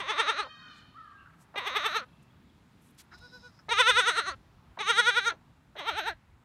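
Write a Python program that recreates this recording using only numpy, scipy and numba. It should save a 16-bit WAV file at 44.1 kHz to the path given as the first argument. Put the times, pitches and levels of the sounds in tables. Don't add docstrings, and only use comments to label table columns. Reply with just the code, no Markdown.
import sys
import numpy as np
from scipy import signal
from scipy.io import wavfile
from scipy.ndimage import uniform_filter1d
from numba import njit

SR = 44100
rng = np.random.default_rng(int(sys.argv[2]) if len(sys.argv) > 2 else 0)


def field_ratio(decibels):
    return 10 ** (np.asarray(decibels, dtype=float) / 20)


def store_wav(level_fs):
    pcm = np.round(np.clip(np.atleast_2d(level_fs), -1, 1) * 32767)
    wavfile.write(sys.argv[1], SR, pcm.T.astype(np.int16))


N = 284004
T = np.arange(N) / SR

# [f/Hz, density/dB per Hz]
HUSH = [(15, -40), (25, -21), (55, -14.5), (119, -5), (204, -6.5), (483, -27), (851, -18), (1810, -25.5),
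        (2180, -8), (2500, -29.5), (3270, -28), (4280, -38.5), (15600, -45)]
HUSH_DB = -61
# [t/s, level/dB, length/s]
GUSTS = [(.01, -71, 0.091), (0.88, -64, 0.046), (1.897, -72, 0.17), (3.196, -58.5, .05),
         (3.436, -65.5, 0.079), (3.74, -60.5, 0.079), (3.931, -53.5, 0.073), (4.351, -58.5, 0.068),
         (4.54, -63.5, .06), (4.694, -61, 0.043), (5.33, -67, .15), (5.94, -59, 0.043),
         (6.109, -55.5, 0.068), (6.33, -57, 0.033)]
CALM_DB = -70.5
# [t/s, f/Hz, level/dB]
FAR_GOAT = [
    (.2, 638, -66),
    (.3, 609, -59),
    (.5, 626, -57),
    (.62, 628, -57),
    (.72, 593, -57),
    (.85, 622, -78),
    (1.0, 637, -75),
    (1.3, 588, -96),
]
# [multiple, level/dB]
FAR_ORDERS = [(1, -23), (2, -1), (3, -8), (4, -8.5), (5, -3), (6, -10.5), (7, -9), (8, -20), (9, -24),
              (10, -26.5), (11, -31.5)]
# [t/s, level/dB]
CHIRPS = [
    (2.09, -67),
    (2.134, -67),
    (2.173, -68),
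    (2.31, -65),
    (2.327, -74),
    (2.36, -71),
    (2.385, -74),
    (2.5, -67),
]
# [t/s, length/s, top f/Hz, low line level/dB, high line level/dB]
SQUAWKS = [
    (0.463, 0.25, 1222, -55, -62.5),
    (0.942, .3, 1330, -46.5, -64.5),
]
SQUAWK_RISE_S, SQUAWK_SAG, SQUAWK_SAG_S, SQUAWK_RATIO, SQUAWK_FADE_DB = 0.0377, 0.18, .11, 1.42, -20
# [t/s, length/s, level/dB, f/Hz, width/Hz]
PUFFS = [(0.778, 0.018, -69, 6500, 2510), (1.418, 0.038, -67.5, 7800, 9000),
         (2.231, 0.0117, -71.5, 8450, 9000), (2.825, .012, -75, 11300, 3960),
         (2.865, 0.076, -70.5, 9000, 9000), (2.91, .008, -74, 10900, 5000),
         (2.95, 0.0067, -75, 11100, 4100), (2.988, .013, -59, 5300, 12150),
         (3.005, 0.022, -53, 4400, 13100), (3.04, 0.014, -75, 10500, 3000),
         (3.187, .014, -65.5, 4000, 9000), (3.553, 0.065, -71, 5024, 1163), (3.131, 0.026, -52, 1340, 696)]
# [t/s, length/s, level/dB, f/Hz, width/Hz]
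CLUCKS = [
    (0.71, 0.22, -60.5, 1540, 500),
    (0.77, .079, -64, 3950, 2480),
    (1.225, .068, -66.5, 2740, 201),
    (1.264, 0.021, -52.5, 1450, 200),
    (1.303, 0.015, -62, 1575, 595),
    (1.34, 0.013, -61, 1480, 694),
    (2.148, 0.29, -76.5, 2660, 120),
    (2.492, 0.43, -87, 2180, 151),
]
# [t/s, level/dB, f/Hz]
CLICKS = [
    (0.445, -48, 900),
    (0.463, -44, 600),
    (1.54, -41.5, 810),
    (1.556, -37, 587),
    (3.684, -36, 623.7),
    (4.772, -37.5, 690),
    (5.32, -40, 601),
    (5.753, -41.5, 603),
    (3.588, -56, 1407),
    (3.59, -60, 5220),
]
CLICK_S, CLICK_WIDTH_HZ = 0.013, 760

# [t/s, top f/Hz, top level/dB, dip f/Hz]
SOFT_THROBS = [
    (3.145, 360, -64, 400),
    (3.248, 492, -64.5, 474.4),
    (3.352, 500, -60, 448.5),
    (3.455, 493, -61, 444),
]
# [onset t/s, catch/dB, dips/dB, last sink/s, sink depth/dB]
SOFT_BLEAT = [
    (3.112, 5, 9, .05, 9),
]
# [pitch rise, pitch fall, level rise, level fall, fade-out/s]
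SOFT_MANNER = [(.5, 1.3, .8, 1.4, .02)]
SOFT_DIP_S = .045
# [f/Hz, width/Hz, level/dB]
SMALL_THROAT = [(1450, 170, 7.5), (2160, 840, -17), (3950, 250, -2), (5120, 410, 0), (6050, 550, -9),
                (9000, 450, -16.5), (12200, 1500, -25)]

# [t/s, top f/Hz, top level/dB, f/Hz of the dip after it]
THROBS = [(0.0, 420, -32, 264), (.105, 437.7, -26, 283.2), (.2, 461, -20.5, 278.8), (.296, 453.8, -22, 269),
          (.4, 425.2, -27, 260.3), (1.58, 413.4, -27.5, 238), (1.673, 420, -27.5, 252),
          (1.768, 432.8, -21.5, 287), (1.863, 454.6, -22.5, 297), (1.965, 453.2, -23, 250.9),
          (3.722, 480.6, -23.5, 395.9), (3.805, 513, -15.5, 432), (3.897, 507.4, -16, 409.2),
          (3.992, 501.6, -17, 371.2), (4.088, 484.3, -20.5, 300.7), (4.188, 462.7, -23, 279),
          (4.286, 390, -30, 265.5), (4.808, 438, -29, 366), (4.904, 474.5, -20.5, 387),
          (4.997, 487, -18.5, 418.4), (5.09, 490.8, -19.5, 392.6), (5.182, 487.5, -22, 385),
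          (5.28, 476, -25, 333.5), (5.791, 420, -36, 281), (5.89, 465, -28, 291),
          (5.988, 450, -28.5, 306.4), (6.083, 460.5, -27.5, 324)]
# [onset t/s, catch below the first top/dB, depth of the dips/dB, last sink/s, sink depth/dB]
BLEATS = [
    (-.03, 6, 9, 0.058, 12.5),
    (1.553, 9, 8.5, 0.062, 14.5),
    (3.685, 6.5, 8.5, 0.051, 8),
    (4.784, 4.5, 9, .04, 7.5),
    (5.757, 12, 8, 0.042, 10.5),
]
# [pitch rise, pitch fall, level rise, level fall, fade-out/s]
MANNER = [(0.99, .85, 1.28, 0.47, .04), (1.2, 0.92, 1.7, 0.36, 0.045), (1.3, 0.7, 1.12, 0.62, .025),
          (1.4, 0.95, 1.3, 0.52, 0.023), (0.86, 0.7, 1.24, 0.5, .024)]
CATCH_S, CATCH_RISE, ONSET_DB = .009, 1.05, -28.5
DIP_S, DIP_S_PER_SAG, DIP_DB_PER_SAG = .016, .085, 8.5
# [onset pitch share of first top, second harmonic/dB, throb of fundamental/dB,
# fourth resonance f/Hz at onset, f/Hz at the end]
LARYNX = [(.85, 2.9, 8, 3540, 4100), (0.91, -0.3, 11, 3680, 4000), (.85, -4.4, 13, 3924, 4184),
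          (.85, -3.2, 11.5, 3920, 3960), (0.64, 15, -1, 4100, 3944)]
LOUD_LAG_S, SKIRT_HZ = 0.0049, 438
# [lowest harmonics/dB, treble/dB, air above 9 kHz/dB, breathiness 0-1,
# depth of the side-cavity dip 0-1]
HEAD = [(11, -1.1, -8.5, .17, .6), (12, -2.5, 17, .19, .95), (14, 3, -2.5, .05, 0.8), (14, 4, -1.5, .08, 1),
        (5.5, -3, 18, .15, 0.94)]
# [first resonance shut f/Hz, wide f/Hz, opening time/s, share closed at the end 0-1,
# drop of the first under a push 0-1]
JAW = [(980, 1540, 0.41, 0.48, 0.07), (977, 1560, 0.41, 0.13, 0.16), (900, 1458, .06, .35, 0.15),
       (865, 1504, .09, 0.09, .05), (588.4, 1670, 0.13, 0, 0)]
CLOSING_S = .11
SHUT_DB, SECOND_SHUT_DB, SECOND_WIDE_DB = -2.5, 3.5, -1.5
# [second resonance f/Hz at onset, at the end f/Hz, third shut f/Hz, third wide f/Hz,
# third level/dB]
TONGUE_SET = [(2020, 1870, 2600, 2370, -5.5), (2080, 1830, 2820, 2080, -5.5), (2060, 2120, 2200, 2700, -8),
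              (2120, 2370, 2600, 3455, -5.5), (1910, 3114, 3270, 3045, -5.5)]
END_SECOND_HZ, END_FOURTH_HZ, END_HOARSE = -200, 400, 0.058
# [depth of the nasal dip 0-1, its f/Hz, change over the bleat of the third resonance/dB,
# of the air above 9 kHz/dB]
NASAL = [(0.8, 740, -3, 7.5), (0.57, 833, -2, -1), (1, 840, -11, -10), (1, 740, -1, 12), (0.02, 740, -6, 4)]
NASAL_WIDTH_HZ = 100
# [width/Hz, level/dB]
MOVING = [
    (168, 4),
    (420, -4),
    (238, -0.5),
]
# [f/Hz, width/Hz, level/dB]
FIFTH = (4070, 2200, -16.5)
# [f/Hz, width/Hz, level/dB]
NOSE = [(5594, 150, -25.5), (6260, 630, -17), (8380, 1420, -21)]
# [f/Hz, width/Hz, level/dB]
AIR = [(10800, 370, -46.5), (12800, 1300, -40), (15000, 1400, -40.5)]
END_UPPER_DB, UPPER_THROB_DB = -5, 0
WANDER = .025

# [delay t/s, level/dB]
BOUNCES = [
    (.0021, -17.5),
    (.0057, -36),
    (.0093, -24),
]
YARD_T60_S, YARD_DB = 0.13, -21
CEILING = .7


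@njit
def svf(x, hz, width):
    y, b, l = np.empty(len(x)), 0., 0.
    for i in range(len(x)):
        g, k = np.tan(np.pi * hz[i] / SR), width[i] / hz[i]
        v = (b + g * (x[i] - l)) / (1 + g * (g + k))
        b, l, y[i] = 2 * v - b, l + 2 * g * v, k * v
    return y


def band(x, hz, width):
    return svf(x + 1e-18, np.clip(hz + 0 * x, 20, .45 * SR), np.clip(width + 0 * x, 10, SR))


def unit(x):
    return x / np.sqrt(np.mean(x ** 2))


def walk(rate):
    k = int(SR / rate)
    held = np.repeat(rng.standard_normal(N // k + 1), k)
    return unit(uniform_filter1d(uniform_filter1d(held, k), k)[:N])


def columns(table):
    s, *rest = np.transpose(table)
    return [np.interp(T, s, c) for c in rest]


def echoes(x, t60, dull_hz):
    tail = band(rng.standard_normal(N), dull_hz, 2 * dull_hz)[:SR] * field_ratio(-60 * T[:SR] / t60)
    return signal.fftconvolve(x, tail / np.sqrt(np.sum(tail ** 2)))[:N]


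def hush():
    yard, swell = 0, walk(0.93)
    hz_pts, db_pts = np.transpose(HUSH)
    for hz in 40 * 2 ** np.arange(0, 9, .5):
        flicker = (1.2 + 1.3 * (hz < 300)) * walk(7)
        db = np.interp(np.log(hz), np.log(hz_pts), db_pts) + swell + flicker
        yard = yard + field_ratio(db) * band(band(rng.standard_normal(N), hz, hz / 2), hz, hz / 2)
    rumble = band(band(band(rng.standard_normal(N), 75, 70), 62, 110), 51, 90)
    gusts = sum(field_ratio(db) * np.exp(-((T - s) / length) ** 2) for s, db, length in GUSTS)
    breeze = field_ratio(CALM_DB + 2.5 * walk(18.0))
    return unit(yard) * field_ratio(HUSH_DB) + unit(rumble) * (breeze + gusts)


def squawks():
    out = np.zeros(N)
    for start, length, top_hz, low_db, high_db in SQUAWKS:
        since = np.clip(T - start, 0, length)
        rise = np.clip(since / SQUAWK_RISE_S, 0, 1)
        sagging = np.exp(-np.maximum(since - SQUAWK_RISE_S, 0) / SQUAWK_SAG_S)
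        hz = top_hz * (1 - SQUAWK_SAG * (1 - rise * sagging))
        shape = np.sqrt(rise) * np.clip((length - since) / 0.013, 0, 1)
        for ratio, db, fade_db in [(1, low_db, SQUAWK_FADE_DB), (SQUAWK_RATIO, high_db, 1.5)]:
            wobble = ratio * hz * (1 + .025 * walk(150))
            level = field_ratio(db + fade_db * since / length + 2.84 * walk(70.83))
            out += shape * level * np.sin(2 * np.pi * np.cumsum(wobble) / SR)
    return out


def far_calls():
    hz, db = columns(FAR_GOAT)
    unsteady = 0.016 * np.clip(T - .45, .1, .5) / 0.23 * walk(150)
    phase = 2 * np.pi * np.cumsum(hz * (1 + unsteady)) / SR
    harmonics = sum(field_ratio(d + 0.65 * walk(45)) * np.sin(k * phase) for k, d in FAR_ORDERS)
    goat = field_ratio(db) * (T > .2) * (T < 1.3) * harmonics
    calls = goat + squawks()
    chirps = sum(field_ratio(d) * np.exp(-((T - s) / 0.0037) ** 2) for s, d in CHIRPS)
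    bird = chirps * np.sin(2 * np.pi * 3330 * T)
    return 1.36 * calls + 0.85 * echoes(calls, 1.0, 3640) + bird


def puffs():
    air, out = rng.standard_normal(N) * field_ratio(1.0 * walk(210)), np.zeros(N)
    rows = [tuple(row) + (False,) for row in list(PUFFS) + list(CLUCKS)]
    rows += [(s, CLICK_S, db, hz, CLICK_WIDTH_HZ, True) for s, db, hz in CLICKS]
    for s, length, db, hz, width, sharp in rows:
        reach = 2 * length + .1
        near = slice(max(int((s - reach) * SR), 0), int((s + reach) * SR))
        since = (T[near] - s) / length
        if sharp:
            shape = np.clip(since * 10, 0, 1) * np.exp(-np.abs(since))
        else:
            shape = np.exp(-(since / 0.64) ** 2)
        burst = field_ratio(db) * unit(band(band(air[near], hz, width), hz, 1.1 * width)) * shape
        out[near] += band(burst, hz, 2 * width) if sharp else burst
    return out


def bend(t, s, values, rise, fall):
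    place = np.interp(t, s, np.arange(len(s)))
    k = np.minimum(place.astype(int), len(s) - 2)
    swing = .5 - .5 * np.cos(np.pi * (place - k) ** np.where(k % 2, rise, fall))
    return values[k] + swing * (values[k + 1] - values[k]), k, swing


def shudder(throbs, bleats, manner, dip_s, onset_pitch, lag_s):
    hz, db, opening, fade, ends = np.full(N, 400.), np.full(N, -140.), np.zeros(N), np.zeros(N), []
    rows = np.array(throbs)
    owner = np.searchsorted(np.array(bleats)[:, 0], rows[:, 0]) - 1
    for b, (onset_s, catch_db, depth_db, sink_s, sink_db) in enumerate(bleats):
        top_s, top_hz, top_db, dip_hz = rows[owner == b].T
        hz_rise, hz_fall, db_rise, db_fall, out_s = np.clip(manner[b], .005, 3)
        sag = 1 - dip_hz[:-1] / top_hz[:-1]
        dip_at = top_s + np.r_[dip_s + DIP_S_PER_SAG * sag, sink_s]
        between_db = (top_db[1:] + top_db[:-1]) / 2 - depth_db - DIP_DB_PER_SAG * sag
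        dip_db = np.r_[between_db, top_db[-1] - sink_db]
        s = np.r_[onset_s, onset_s + CATCH_S, np.ravel([top_s, dip_at], "F")]
        onset_hz = onset_pitch[b] * top_hz[0] * np.array([1, CATCH_RISE])
        pitch = np.r_[onset_hz, np.ravel([top_hz, dip_hz], "F")]
        level = np.r_[top_db[0] + ONSET_DB, top_db[0] - catch_db, np.ravel([top_db, dip_db], "F")]
        end = s[-1] + out_s / 2
        ends.append(end)
        inside = (T >= s[0]) & (T < end)
        t = T[inside]
        hz[inside], _, _ = bend(t, s, pitch, hz_rise, hz_fall)
        late = s + lag_s * np.r_[0, 0, np.tile([1, .5], len(top_s))]
        db[inside], k, push = bend(t, late, level, db_rise, db_fall)
        opening[inside] = np.where(k % 2, push, (1 - push) * (k > 0))
        start = np.clip((t - s[0]) / 0.0056, 0, 1)
        fade[inside] = start ** 0.58 * np.clip((end - t) / out_s, 0, 1)
    return hz, field_ratio(db) * np.sqrt(fade), opening, fade, np.array(ends)


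def folds(hz, hoarse):
    slide = np.clip(np.abs(np.gradient(np.log(hz))) * SR / 10, 0, 1)
    jitter = (.06 * hoarse + 0.014 * slide) * walk(250)
    phase = 2 * np.pi * np.cumsum(hz * (1 + jitter)) / SR
    harmonics = sum(np.cos(k * phase) * (k * hz < .37 * SR) for k in range(1, 45))
    pulses = harmonics * np.sqrt(2 * hz / SR) * 2
    breath = rng.standard_normal(N) * (1 + np.cos(phase - .6))
    return -pulses * field_ratio(5 * hoarse * walk(250)), breath, phase


def tract(x, modes, start=0):
    return sum((-1) ** (k + start) * field_ratio(db) * band(x, hz, width) for k, (hz, width, db) in enumerate(modes))


def narrows(x, modes):
    return sum(field_ratio(db + 2.3 * walk(30)) * band(band(x, hz, 1.6 * width), hz, 1.6 * width)
               for hz, width, db in modes)


def second_kid():
    hz, gain, opening, fade, _ = shudder(SOFT_THROBS, SOFT_BLEAT, SOFT_MANNER, SOFT_DIP_S, [.9], 0)
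    pulses, breath, phase = folds(hz, 0.012)
    source = pulses * opening ** 2 + .2 * breath * (1 - opening / 2)
    voice = narrows(source, SMALL_THROAT[:4]) + narrows(0.21 * source + 0.41 * breath, SMALL_THROAT[4:])
    flow = field_ratio(-14.5) * np.sin(phase) + field_ratio(-20) * np.sin(2 * phase)
    hiss = field_ratio(-52.5) * fade * (1 - 0.33 * opening) * narrows(breath, SMALL_THROAT[2:4])
    return hiss + field_ratio(17.5) * gain * (voice + opening * flow)


def articulation(ends):
    onsets = np.array(BLEATS)[:, 0]
    b = np.maximum(np.searchsorted(onsets, T) - 1, 0)
    since, left = T - onsets[b], ends[b] - T
    done = np.clip(since / (since + left), 0, 1)
    ending = np.clip(1 - left / CLOSING_S, 0, 1)
    shut_hz, wide_hz, open_s, closed, drop = np.array(JAW)[b].T
    early_hz, late_hz, third_shut_hz, third_wide_hz, third_db = np.array(TONGUE_SET)[b].T
    low_db, treble_db, air_db, hoarse, dip = np.array(HEAD)[b].T
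    _, overtone_db, throb_db, fourth_hz, fourth_late_hz = np.array(LARYNX)[b].T
    nasal, nasal_hz, third_change_db, air_change_db = np.array(NASAL)[b].T
    jaw = (1 - np.exp(-since / np.maximum(open_s, .01))) * (1 - closed * ending)
    mouth = (shut_hz + (wide_hz - shut_hz) * jaw,
             early_hz + (late_hz - early_hz) * done + END_SECOND_HZ * ending,
             third_shut_hz + (third_wide_hz - third_shut_hz) * jaw,
             fourth_hz + (fourth_late_hz - fourth_hz) * done + END_FOURTH_HZ * ending)
    colour = (low_db + SHUT_DB * jaw,
              SECOND_SHUT_DB + (SECOND_WIDE_DB - SECOND_SHUT_DB) * jaw,
              third_db + third_change_db * (done - .5),
              treble_db,
              air_db + air_change_db * (done - .5),
              overtone_db, throb_db)
    return mouth, colour, drop, hoarse + END_HOARSE * ending, dip, nasal, nasal_hz, ending


def near_kid():
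    onset_pitch = np.array(LARYNX)[:, 0]
    hz, gain, opening, fade, ends = shudder(THROBS, BLEATS, MANNER, DIP_S, onset_pitch, LOUD_LAG_S)
    mouth, colour, drop, hoarse, dip, nasal, nasal_hz, ending = articulation(ends)
    first_hz, *higher_hz = mouth
    low_db, second_db, third_db, treble_db, air_db, overtone_db, throb_db = colour
    second_hz, third_hz, fourth_hz = (f * (1 + WANDER * walk(14)) for f in higher_hz)
    hoarse = np.clip(hoarse, 0, .2)
    pulses, breath, phase = folds(hz, hoarse)

    (w1, db1), (w2, db2), (w4, db4) = MOVING
    source = pulses + hoarse * breath
    first = tract(source, [(first_hz * (1 - drop * opening), w1 * (1 + 0.38 * opening ** 2), db1)])
    upper = tract(source, [(second_hz, w2, db2 + second_db),
                           (third_hz, 550, third_db - 2.2 * (1 - opening)),
                           (fourth_hz * (1 - 0.068 * opening), w4, db4),
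                           FIFTH], start=1)
    first, upper = signal.sosfilt(signal.butter(4, 4600, fs=SR, output="sos"), [first, upper])
    first, upper = signal.sosfilt(signal.butter(2, SKIRT_HZ, "high", fs=SR, output="sos"), [first, upper])

    bright = .9 * pulses + .33 * breath
    airy = field_ratio(air_db) * narrows(bright, AIR[:-1]) + field_ratio(.3 * air_db) * narrows(bright, AIR[-1:])
    top = field_ratio(-8.0 * (1 - opening)) * (narrows(bright, NOSE[-1:]) + airy)
    high = field_ratio(treble_db - 2.75 * (2.0 - opening)) * (narrows(bright, NOSE[:-1]) + top)

    fundamental = field_ratio(-28.0 - throb_db * (1.5 - opening)) * np.sin(phase)
    overtone = field_ratio(overtone_db - 11.0 - 2.75 * (7.5 - opening)) * np.sin(2 * phase + 1.9)
    upper_gain = fade ** 11.0 * field_ratio(END_UPPER_DB * ending ** 2 + UPPER_THROB_DB * (.5 - opening))
    voice = first + upper_gain * (upper + high) + field_ratio(low_db) * (fundamental + overtone)
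    voice = voice - np.clip(dip, 0, 1) * band(voice, 4880, 600)
    voice = voice - np.clip(nasal, 0, 1) * band(voice, nasal_hz, NASAL_WIDTH_HZ)
    return field_ratio(9.5) * gain * voice


def scene():
    kids = near_kid() + second_kid()
    bounced = sum(field_ratio(db) * np.interp(T - delay, T, kids) for delay, db in BOUNCES)
    yard = field_ratio(YARD_DB) * echoes(kids, YARD_T60_S, 2900)
    mid = hush() + far_calls() + puffs() + kids + bounced + yard
    return np.array([mid, mid])


def top_cut(x):
    return signal.sosfilt(signal.butter(12, 15730, fs=SR, output="sos"), x)


def record(dry):
    rounded = CEILING * np.tanh(dry / CEILING)
    mix = signal.sosfilt(signal.butter(2, 42, "high", fs=SR, output="sos"), rounded)
    return top_cut(mix)


dry = scene()
out = record(dry)
store_wav(out)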